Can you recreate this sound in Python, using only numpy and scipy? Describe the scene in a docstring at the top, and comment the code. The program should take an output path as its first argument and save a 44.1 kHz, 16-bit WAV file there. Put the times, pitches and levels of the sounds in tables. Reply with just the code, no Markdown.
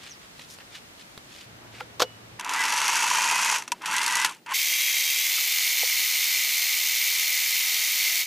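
"""First you hear soft scrapes outdoors: a round knife rocks through leather on a tree stump.
Then a sewing machine's presser foot drops with a clack, and the machine stitches the leather in two
short bursts and one long run. Its motor whines while gears and moving parts shake its body.
The long run is sped up: it stitches faster, and the machine rings higher by the same factor.
A distant rumble and a faint hiss lie behind it all."""
import sys
import numpy as np
from scipy import signal
from scipy.fft import rfft, irfft, next_fast_len
from scipy.io import wavfile
from scipy.ndimage import uniform_filter1d

SR = 44100
rng = np.random.default_rng(int(sys.argv[2]) if len(sys.argv) > 2 else 0)


def pcm_store(signal):
    """Save signal as 16-bit PCM."""
    levels = np.round(np.clip(np.atleast_2d(signal), -1, 1) * 32767)
    wavfile.write(sys.argv[1], SR, levels.astype(np.int16).T)


N = 364266
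TIME = np.arange(N) / SR
TOP_HZ = 15150
SHORT_PACE, LONG_PACE = 0.99, 2.3  # multiply the pitches of the running machine's body, ticks and knocks

# Stretches of outdoor air: start_s, rumble_db, low_cut_hz, hiss_db, hiss_tilt_db_per_octave, stereo_db
AIR = [(0, -56.5, 30, -54, 1, 3), (1.46, -53.5, 30, -54, -1, 3), (2.391, -55.5, 152, -53.5, -1, -25),
       (4.33, -60, 140, -63, 1.5, -2), (4.531, -65, 280, -80, -9, -45)]
# Tone colours (how strong each pitch is) of the rumble and the hiss: pitch_hz, gain_db
RUMBLE_COLOUR = [(20, -30), (45, -3), (80, -0.5), (140, 2), (300, 0.5), (700, -9.5), (1500, -29.5)]
HISS_COLOUR = [(300, -8.5), (600, 0.5), (2000, -1.5), (4000, -5.5), (7000, -10.5), (14000, -20)]
# How much the close sounds differ between the ears: pitch_hz, gain_db
STEREO_SPREAD = [(400, -24), (2000, -38), (6000, -21), (14000, 0)]

# Strokes of the knife, then of hand and lever on the machine: middle_s, length_s, level_db, brightest_hz
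RUBS = [(0.058, 0.096, -45.5, 2840), (0.234, 0.045, -52, 2400), (0.41, 0.076, -49.5, 3220),
        (0.519, 0.066, -48.5, 5330), (.612, 0.028, -49, 1900), (0.754, 0.056, -43, 2880),
        (1.007, 0.035, -48, 3100), (1.366, 0.14, -48.5, 3160), (1.649, 0.068, -51.5, 800),
        (1.78, 0.078, -44.5, 2540), (1.806, 0.0072, -32.5, 1510)]
# The blade snaps through fibres into the wood: start_s, level_db, fade_s (time to fall by 60 dB)
SNAPS = [(.394, -36, 0.032), (.587, -38, 0.0076), (1.177, -32.5, 0.017)]
# Tone colours of rubbed leather and of the snaps: pitch_hz, gain_db
LEATHER_COLOUR = [(500, -21), (1100, 1), (1900, 6.5), (2900, 9.5), (4000, 7), (6000, 0.5), (9000, -5.5),
                  (15000, -20)]
SNAP_COLOUR = [(500, -2), (4200, 0), (5500, -12), (14000, -19)]
# The blade's squeak: time_s, pitch_hz, level_db
SQUEAK = [(.09, 6800, -56), (.11, 6170, -44), (.14, 5040, -45), (.17, 4650, -65)]

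# Dull bumps on the machine's plastic bed: start_s, level_db, pitch_hz, fade_s
BUMPS = [(1.808, -21, 830, 0.022), (1.81, -28.5, 1390, 0.044), (1.812, -36.5, 502, 0.095),
         (3.721, -14, 964, 0.043), (4.517, -18.5, 1055, 0.052), (5.383, -22.5, 1290, 0.017),
         (5.831, -21, 784, 0.017), (5.833, -27, 505, 0.047)]
# Hits of the presser foot as it drops and bounces: start_s, ring_db, crack_db
FOOT_HITS = [(1.9963, -30, -23), (2.002, -25, -17), (2.013, -28, -20), (2.0199, -11.5, -11.5)]
# Tones that each hit sets ringing: pitch_hz, level_db, fade_s
FOOT_TONES = [(390, -16, .05), (437, -14, .11), (504, -5, .09), (535, -15, .1), (718, -7, .05),
              (876, -3, .024), (1190, -2, .028), (1476, -9, .03), (2926, -30, .45)]
# Tone colour of each hit's crack: pitch_hz, gain_db
CRACK_COLOUR = [(60, -42), (250, -12), (520, 3), (1300, 4), (2000, -7), (3500, -1), (6000, -4.5),
                (8500, -17), (15000, -21)]

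# Broad tone colour of the machine's body: pitch_hz, gain_db
BODY_COLOUR = [(70, -34), (190, -27), (440, -14.5), (540, -17), (770, -8), (900, -0.5), (1250, 1.5),
               (2800, 2), (3850, -6.5), (4600, -7.5), (6500, -3), (8200, -7), (11500, -12.5),
               (14500, -28.5)]
# Narrow peaks where its shell rings: pitch_hz, width_hz, boost_db
SHELL_PEAKS = [(301.6, 8.8, 10.5), (910, 121, 9), (1006, 52, 7), (2662, 37, 5.5), (5900, 350, 4)]
# Loose linked parts catch at starts and stalls: start_s, level_db, fade_s
CLACKS = [(2.396, -25.5, 0.025), (2.41, -28.5, 0.019), (2.447, -26, 0.023), (2.493, -24.5, .04),
          (2.536, -21.5, 0.04), (3.623, -28.5, 0.019), (3.678, -28.5, 0.034), (3.719, -18, 0.032),
          (3.819, -35.5, 0.04), (3.858, -24.5, 0.093), (4.247, -13, 0.04), (4.259, -22, 0.022),
          (4.463, -39.5, 0.042), (4.51, -31, 0.017)]
# The motor's whine, one list for each burst and the long run: time_s, pitch_hz, level_db
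WHINES = [
    [(2.46, 1100, -47), (2.54, 1400, -35), (2.565, 1950, -38), (2.6, 2040, -29), (2.64, 1920, -33),
     (2.74, 2100, -43), (3.12, 2370, -42), (3.35, 2535, -32), (3.56, 2560, -39)],
    [(3.86, 1200, -45), (3.925, 1450, -38), (3.95, 1940, -32), (4.05, 2170, -37), (4.11, 1920, -34),
     (4.245, 2040, -34), (4.32, 1000, -45)],
    [(4.58, 3230, -42), (4.74, 3230, -41), (4.85, 3300, -37), (5, 3225, -40), (5.16, 3280, -39),
     (5.35, 3540, -45)],
]
# The whine and the growl below it: pitch_ratio, level_db, jitter_radians
WHINE_PARTS = [(1, 0, .65), (.8, -4, 2)]
# Tone of the gears: cycles_per_turn, level_db
GEAR_TONES = [(30, -22.5)]
# Narrow hiss of the motor's brushes: cycles_per_turn, width_hz, level_db
BRUSH_BANDS = [(87, 55, -26.5), (102.5, 130, -24.5), (341.5, 310, -17.5)]
# Contacts of needle bar, thread lever, hook and feed teeth in one stitch (one turn of the shaft):
# angle_turns, short_run_tick_db, knock_db, long_run_tick_db
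STITCH_CONTACTS = [(0, 4, -10, -8), (.13, -7, -2, 4), (.238, 10, -5, 9), (.31, -9, 2, 2), (.355, -12, 4, 0),
                   (.407, 8, -2, 3), (.51, 0, -6, -1), (.655, -5, -1, 5), (.735, 5, -8, 10),
                   (.83, -9, 0, 5), (.9, 7, 0, 2)]
# Tone colours of the ticks (the needle bar rings at the peak) and the knocks: pitch_hz, gain_db
TICK_COLOUR = [(1200, -12), (3800, -2.5), (4450, 4.5), (5300, -1)]
KNOCK_COLOUR = [(1050, -3.5), (1700, -11), (4000, -28)]
# Shaft speed in the four runs (two bursts, a nudge of the pedal, the long run): time_s, stitches_per_s
FIRST_BURST = [(2.39, 10), (2.55, 10.2), (2.75, 12.5), (3, 13.7), (3.3, 14.5), (3.52, 15.1), (3.66, 11.2)]
SECOND_BURST = [(3.81, 9), (3.95, 9.5), (4.1, 11.1), (4.24, 10.8), (4.4, 8)]
NUDGE = [(4.46, 9), (4.534, 9)]
LONG_RUN = [(4.533, 34.5), (4.65, 37.03), (5.2, 36.87), (5.32, 40.9), (6.05, 41.95), (6.6, 41.09),
            (7.8, 42.42), (8.26, 42.41)]
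# Where the shaft stands as each run begins: angle_turns
START_ANGLES = [.68, .8, .45, .27]
# The pedal press for each run: release_s, level_db, swell_s, tick_db, knock_db, tilt_db_per_octave
PEDAL_PRESSES = [(3.557, -24, 0.088, 0.5, 7.5, 1.16), (4.255, -25.5, 0.045, 2, 2.5, 1.24),
                 (4.535, -24.5, 0.05, -1, -9, 1), (8.213, -24, 0.0033, -1, -2, 0)]


def amp(db):
    """Turn decibels into a gain to multiply by."""
    return 10 ** (np.asarray(db) / 20)


def unit(x):
    """Scale a signal to an average power of 1."""
    return x / np.sqrt(np.mean(x ** 2) + 1e-20)


def along(colour, hz):
    """Read a tone colour's gain in dB at any pitch."""
    pitches, gains = np.transpose(colour)
    return np.interp(np.log(hz + 1), np.log(pitches + 1), gains)


def curves(rows):
    """Join timed rows with straight lines: one curve for each column after the time."""
    times, *columns = np.transpose(rows)
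    return [np.interp(TIME, times, column) for column in columns]


def during(rows):
    """1 from the first row's time to the last row's, 0 elsewhere, with soft edges."""
    return uniform_filter1d(1. * ((TIME >= rows[0][0]) & (TIME <= rows[-1][0])), size=256)


def noise(size=N):
    """White noise."""
    return rng.standard_normal(size)


def wobble(rate, size=N):
    """A random curve, about 1 in size, that heads for a new value rate times a second."""
    points = noise(size // 8)
    return 1.2 * np.interp(np.arange(size) * rate / SR, np.arange(len(points)), points)


def coloured(x, gain_db, size=8192):
    """Filter x so that each pitch changes by gain_db(hz)."""
    cepstrum = irfft(np.log(amp(gain_db(np.fft.rfftfreq(size, 1 / SR))) + 1e-6))
    cepstrum[1:size // 2] *= 2  # folded so the filter rings only after a hit, never before
    cepstrum[size // 2 + 1:] = 0
    return signal.oaconvolve(x, irfft(np.exp(rfft(cepstrum))))[:len(x)]


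def shaped(x, gain_db):
    """Like coloured, but white noise keeps its power."""
    power = np.mean(amp(gain_db(np.fft.rfftfreq(8192, 1 / SR))) ** 2)
    return coloured(x, gain_db) / np.sqrt(power)


def noise_hits(rows):
    """A quickly fading puff of white noise for each row."""
    out, t = np.zeros(N + SR), np.arange(SR // 8) / SR
    for start_s, level_db, fade_s in rows:
        out[round(start_s * SR):][:len(t)] += amp(level_db - 60 * t / fade_s) * noise(len(t))
    return out[:N]


def outdoor_air():
    """Distant rumble and faint hiss, steady within each stretch; the rumble is more alike in both ears."""
    mid, side = np.zeros((2, N))  # what the ears share, and how they differ
    starts = [round(stretch[0] * SR) for stretch in AIR]
    for start, end, stretch in zip(starts, starts[1:] + [N], AIR):
        _, rumble_db, cut_hz, hiss_db, tilt_db, stereo_db = stretch
        for channel, gain_db, rumble_drop_db in [(mid, 0, 0), (side, stereo_db, 12)]:
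            rumble = shaped(noise(end - start),
                            lambda hz: along(RUMBLE_COLOUR, hz) - 10 * np.log10(1 + (cut_hz / (hz + 1)) ** 6))
            hiss = shaped(noise(end - start),
                          lambda hz: along(HISS_COLOUR, hz) + tilt_db * np.log2(1 + hz / 1000))
            air = amp(rumble_db - rumble_drop_db) * rumble + amp(hiss_db) * hiss
            channel[start:end] = amp(gain_db) * air
    return np.array([mid + side, mid - side])


def low_hum(start_s=1.46, end_s=2.39, pitch_hz=114, level_db=-57.5):
    """A brief, wavering hum near the machine's table."""
    loudness = amp(level_db + 2 * wobble(22.2)) * during([(start_s,), (end_s,)])
    return loudness * np.sqrt(2) * np.sin(2 * np.pi * pitch_hz * TIME + wobble(21.94))


def fibre_snaps():
    """Fibres snap as the blade goes through to the wood."""
    return shaped(noise_hits(SNAPS), lambda hz: along(SNAP_COLOUR, hz))


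def rubbing(grain_db=3, judder_db=2, edge_db=6, leather_peak_hz=2900):
    """Knife, hand and lever rub with grainy friction; each stroke swells and fades."""
    out = np.zeros(N)
    for middle_s, length_s, level_db, brightest_hz in RUBS:
        near = abs(TIME - middle_s) < 2 * length_s
        size = near.sum()
        grains = unit(noise(size) * amp(grain_db * wobble(900, size) + judder_db * wobble(82.5, size)))
        swell = amp(level_db - edge_db * (2 * (TIME[near] - middle_s) / length_s) ** 2)
        shift = leather_peak_hz / brightest_hz
        out[near] += shaped(grains * swell, lambda hz: along(LEATHER_COLOUR, hz * shift))
    return out


def blade_squeak():
    """The blade gives one rough, falling squeak."""
    pitch_hz, level_db = curves(SQUEAK)
    return amp(level_db) * wobble(900) * np.sin(2 * np.pi * np.cumsum(pitch_hz) / SR) * during(SQUEAK)


def bed_bumps(attack_s=0.0011):
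    """Soft knocks each make the plastic bed swing with one dying tone."""
    out, t = np.zeros(N + SR), np.arange(SR // 8) / SR
    for start_s, level_db, pitch_hz, fade_s in BUMPS:
        loudness = amp(level_db - 60 * t / fade_s) * (1 - np.exp(-t / attack_s))
        out[round(start_s * SR):][:len(t)] += loudness * np.sin(2 * np.pi * pitch_hz * t)
    return out[:N]


def presser_foot(crack_fade_s=0.048):
    """The foot that holds the leather drops on its spring, bounces and rings the bed."""
    ring, t = np.zeros(N + SR), np.arange(SR // 2) / SR
    swell = 1 - np.exp(-t / .0015)  # the bed takes a moment to swing
    for start_s, ring_db, _ in FOOT_HITS:
        for pitch_hz, level_db, fade_s in FOOT_TONES:
            loudness = amp(ring_db + level_db + rng.normal(0, 0.92) - 60 * t / fade_s) * swell
            ring[round(start_s * SR):][:len(t)] += loudness * np.sin(2 * np.pi * pitch_hz * t)
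    cracks = noise_hits([(start_s, crack_db, crack_fade_s) for start_s, _, crack_db in FOOT_HITS])
    return ring[:N] + shaped(cracks, lambda hz: along(CRACK_COLOUR, hz))


def body_db(hz):
    """How strongly the machine's body and shell ring at each pitch."""
    peaks = sum(db / (1 + (2 * (hz - centre) / width) ** 2) for centre, width, db in SHELL_PEAKS)
    return along(BODY_COLOUR, hz) + peaks


def linkage_clacks():
    """Linked parts take up their slack and clack through the body as the machine starts and stalls."""
    brighten = [(1000, 3), (2000, 1.5), (3600, 7), (9000, 4.5)]  # pitch_hz, gain_db
    return shaped(noise_hits(CLACKS), lambda hz: body_db(hz) + along(brighten, hz))


def motor_whine(jitters_per_s=150):
    """The motor's rough whine climbs as it spins up, sags as the needle meets leather, falls as it coasts."""
    out = np.zeros(N)
    for rows in WHINES:
        pitch_hz, level_db = curves(rows)
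        for ratio, part_db, jitter in WHINE_PARTS:
            phase = 2 * np.pi * ratio * np.cumsum(pitch_hz) / SR + jitter * wobble(jitters_per_s)
            loudness = amp(level_db + part_db + 2.5 * wobble(jitters_per_s)) * during(rows)
            out += loudness * np.sqrt(2) * np.sin(phase)
    return out


def gears_and_brushes(turns, rate, pace, repeat_db=-3, grit_db=2, flutter=.006, full_stitches_per_s=18):
    """Gears and bearings whirr, the motor's brushes hiss, and the gears sing louder with speed."""
    size = len(turns)
    surface = signal.resample(noise(1024), 16384)
    repeating = surface[(turns % 1 * len(surface)).astype(int)]  # the same on every turn
    whirr = unit((noise(size) + amp(repeat_db) * repeating) * amp(grit_db * wobble(500 * pace, size)))
    shaft = 2 * np.pi * np.cumsum(rate * (1 + flutter * wobble(10, size))) / SR
    speed_db = 40 * np.log2(rate / pace / full_stitches_per_s)  # 40 dB louder at twice the speed
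    tones = sum(amp(db + speed_db) * np.sin(cycles * shaft) for cycles, db in GEAR_TONES)
    for cycles, width_hz, level_db in BRUSH_BANDS:
        for wave in (np.sin, np.cos):
            tones += amp(level_db) * wobble(width_hz * pace, size) * wave(cycles * shaft)
    return whirr + pace * tones


def ticks_and_knocks(turns, rate, pace, tick_decay_s=.0032, knock_decay_s=.007, scatter_db=1):
    """The same parts strike in every stitch, each time a little harder or softer."""
    size = len(turns)
    ticks, knocks = np.zeros((2, size))
    for angle, short_tick_db, knock_db, long_tick_db in STITCH_CONTACTS:
        stitch = np.floor(turns - angle)
        age = (turns - angle - stitch) / rate * pace  # a higher pace makes each hit die sooner
        force = amp(scatter_db * noise(size // 64))[stitch.astype(int)]
        ticks += force * amp(long_tick_db if pace > 1 else short_tick_db) * np.exp(-age / tick_decay_s)
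        knocks += force * amp(knock_db) * np.exp(-age / knock_decay_s)
    ticks = coloured(unit(ticks * noise(size)), lambda hz: along(TICK_COLOUR, hz / pace))
    knocks = coloured(unit(knocks * noise(size)), lambda hz: along(KNOCK_COLOUR, hz / pace))
    return ticks, knocks


def sewing_run(speed, start_angle, pedal, pace, quiet_db=14, dull_db=26.5, coast_db_per_s=248):
    """Moving parts shake the body: quiet and dull at first, then full, fading once the pedal is let go."""
    release_s, level_db, swell_s, tick_db, knock_db, tilt_db = pedal
    running = (TIME >= speed[0][0]) & (TIME <= speed[-1][0])
    t, rate = TIME[running], curves(speed)[0][running]
    turns = start_angle + np.cumsum(rate) / SR
    ticks, knocks = ticks_and_knocks(turns, rate, pace)
    force = gears_and_brushes(turns, rate, pace) + amp(tick_db) * ticks + amp(knock_db) * knocks
    sound = unit(coloured(
        force, lambda hz: body_db(hz / pace) + tilt_db * np.log2(hz + 1) - 60 * (hz > TOP_HZ)))
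    treble = signal.sosfiltfilt(signal.butter(2, 2530 * pace, "high", fs=SR, output="sos"), sound)
    slack = np.exp(-(t - t[0]) / swell_s)  # falls from 1 to 0 as the motor takes hold
    effort_db = level_db - quiet_db * slack - coast_db_per_s * np.maximum(t - release_s, 0)
    out = np.zeros(N)
    out[running] = amp(effort_db) * (sound - treble + amp(-dull_db * slack) * treble)
    return out * during(speed)


def scene():
    """The work is close and straight ahead; the long run, bumps and hum are the same in both ears."""
    short_runs = zip([FIRST_BURST, SECOND_BURST, NUDGE], START_ANGLES, PEDAL_PRESSES)
    mid = sum(sewing_run(speed, angle, pedal, SHORT_PACE) for speed, angle, pedal in short_runs)
    mid += motor_whine() + linkage_clacks() + presser_foot()
    mid += fibre_snaps() + rubbing() + blade_squeak()
    scatter = noise(SR // 200)  # 5 ms of scattered sound makes the ears differ
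    scattered = signal.oaconvolve(mid, scatter / np.linalg.norm(scatter))[:N]
    side = coloured(scattered, lambda hz: along(STEREO_SPREAD, hz))
    long_run = sewing_run(LONG_RUN, START_ANGLES[-1], PEDAL_PRESSES[-1], LONG_PACE)
    return np.array([mid + side, mid - side]) + long_run + bed_bumps() + outdoor_air() + low_hum()


def record(dry):
    """Remove all treble above TOP_HZ."""
    size = next_fast_len(N + SR // 4)
    return irfft(rfft(dry, size) * (np.fft.rfftfreq(size, 1 / SR) < TOP_HZ), size)[:, :N]


dry = scene()
out = record(dry)
pcm_store(out)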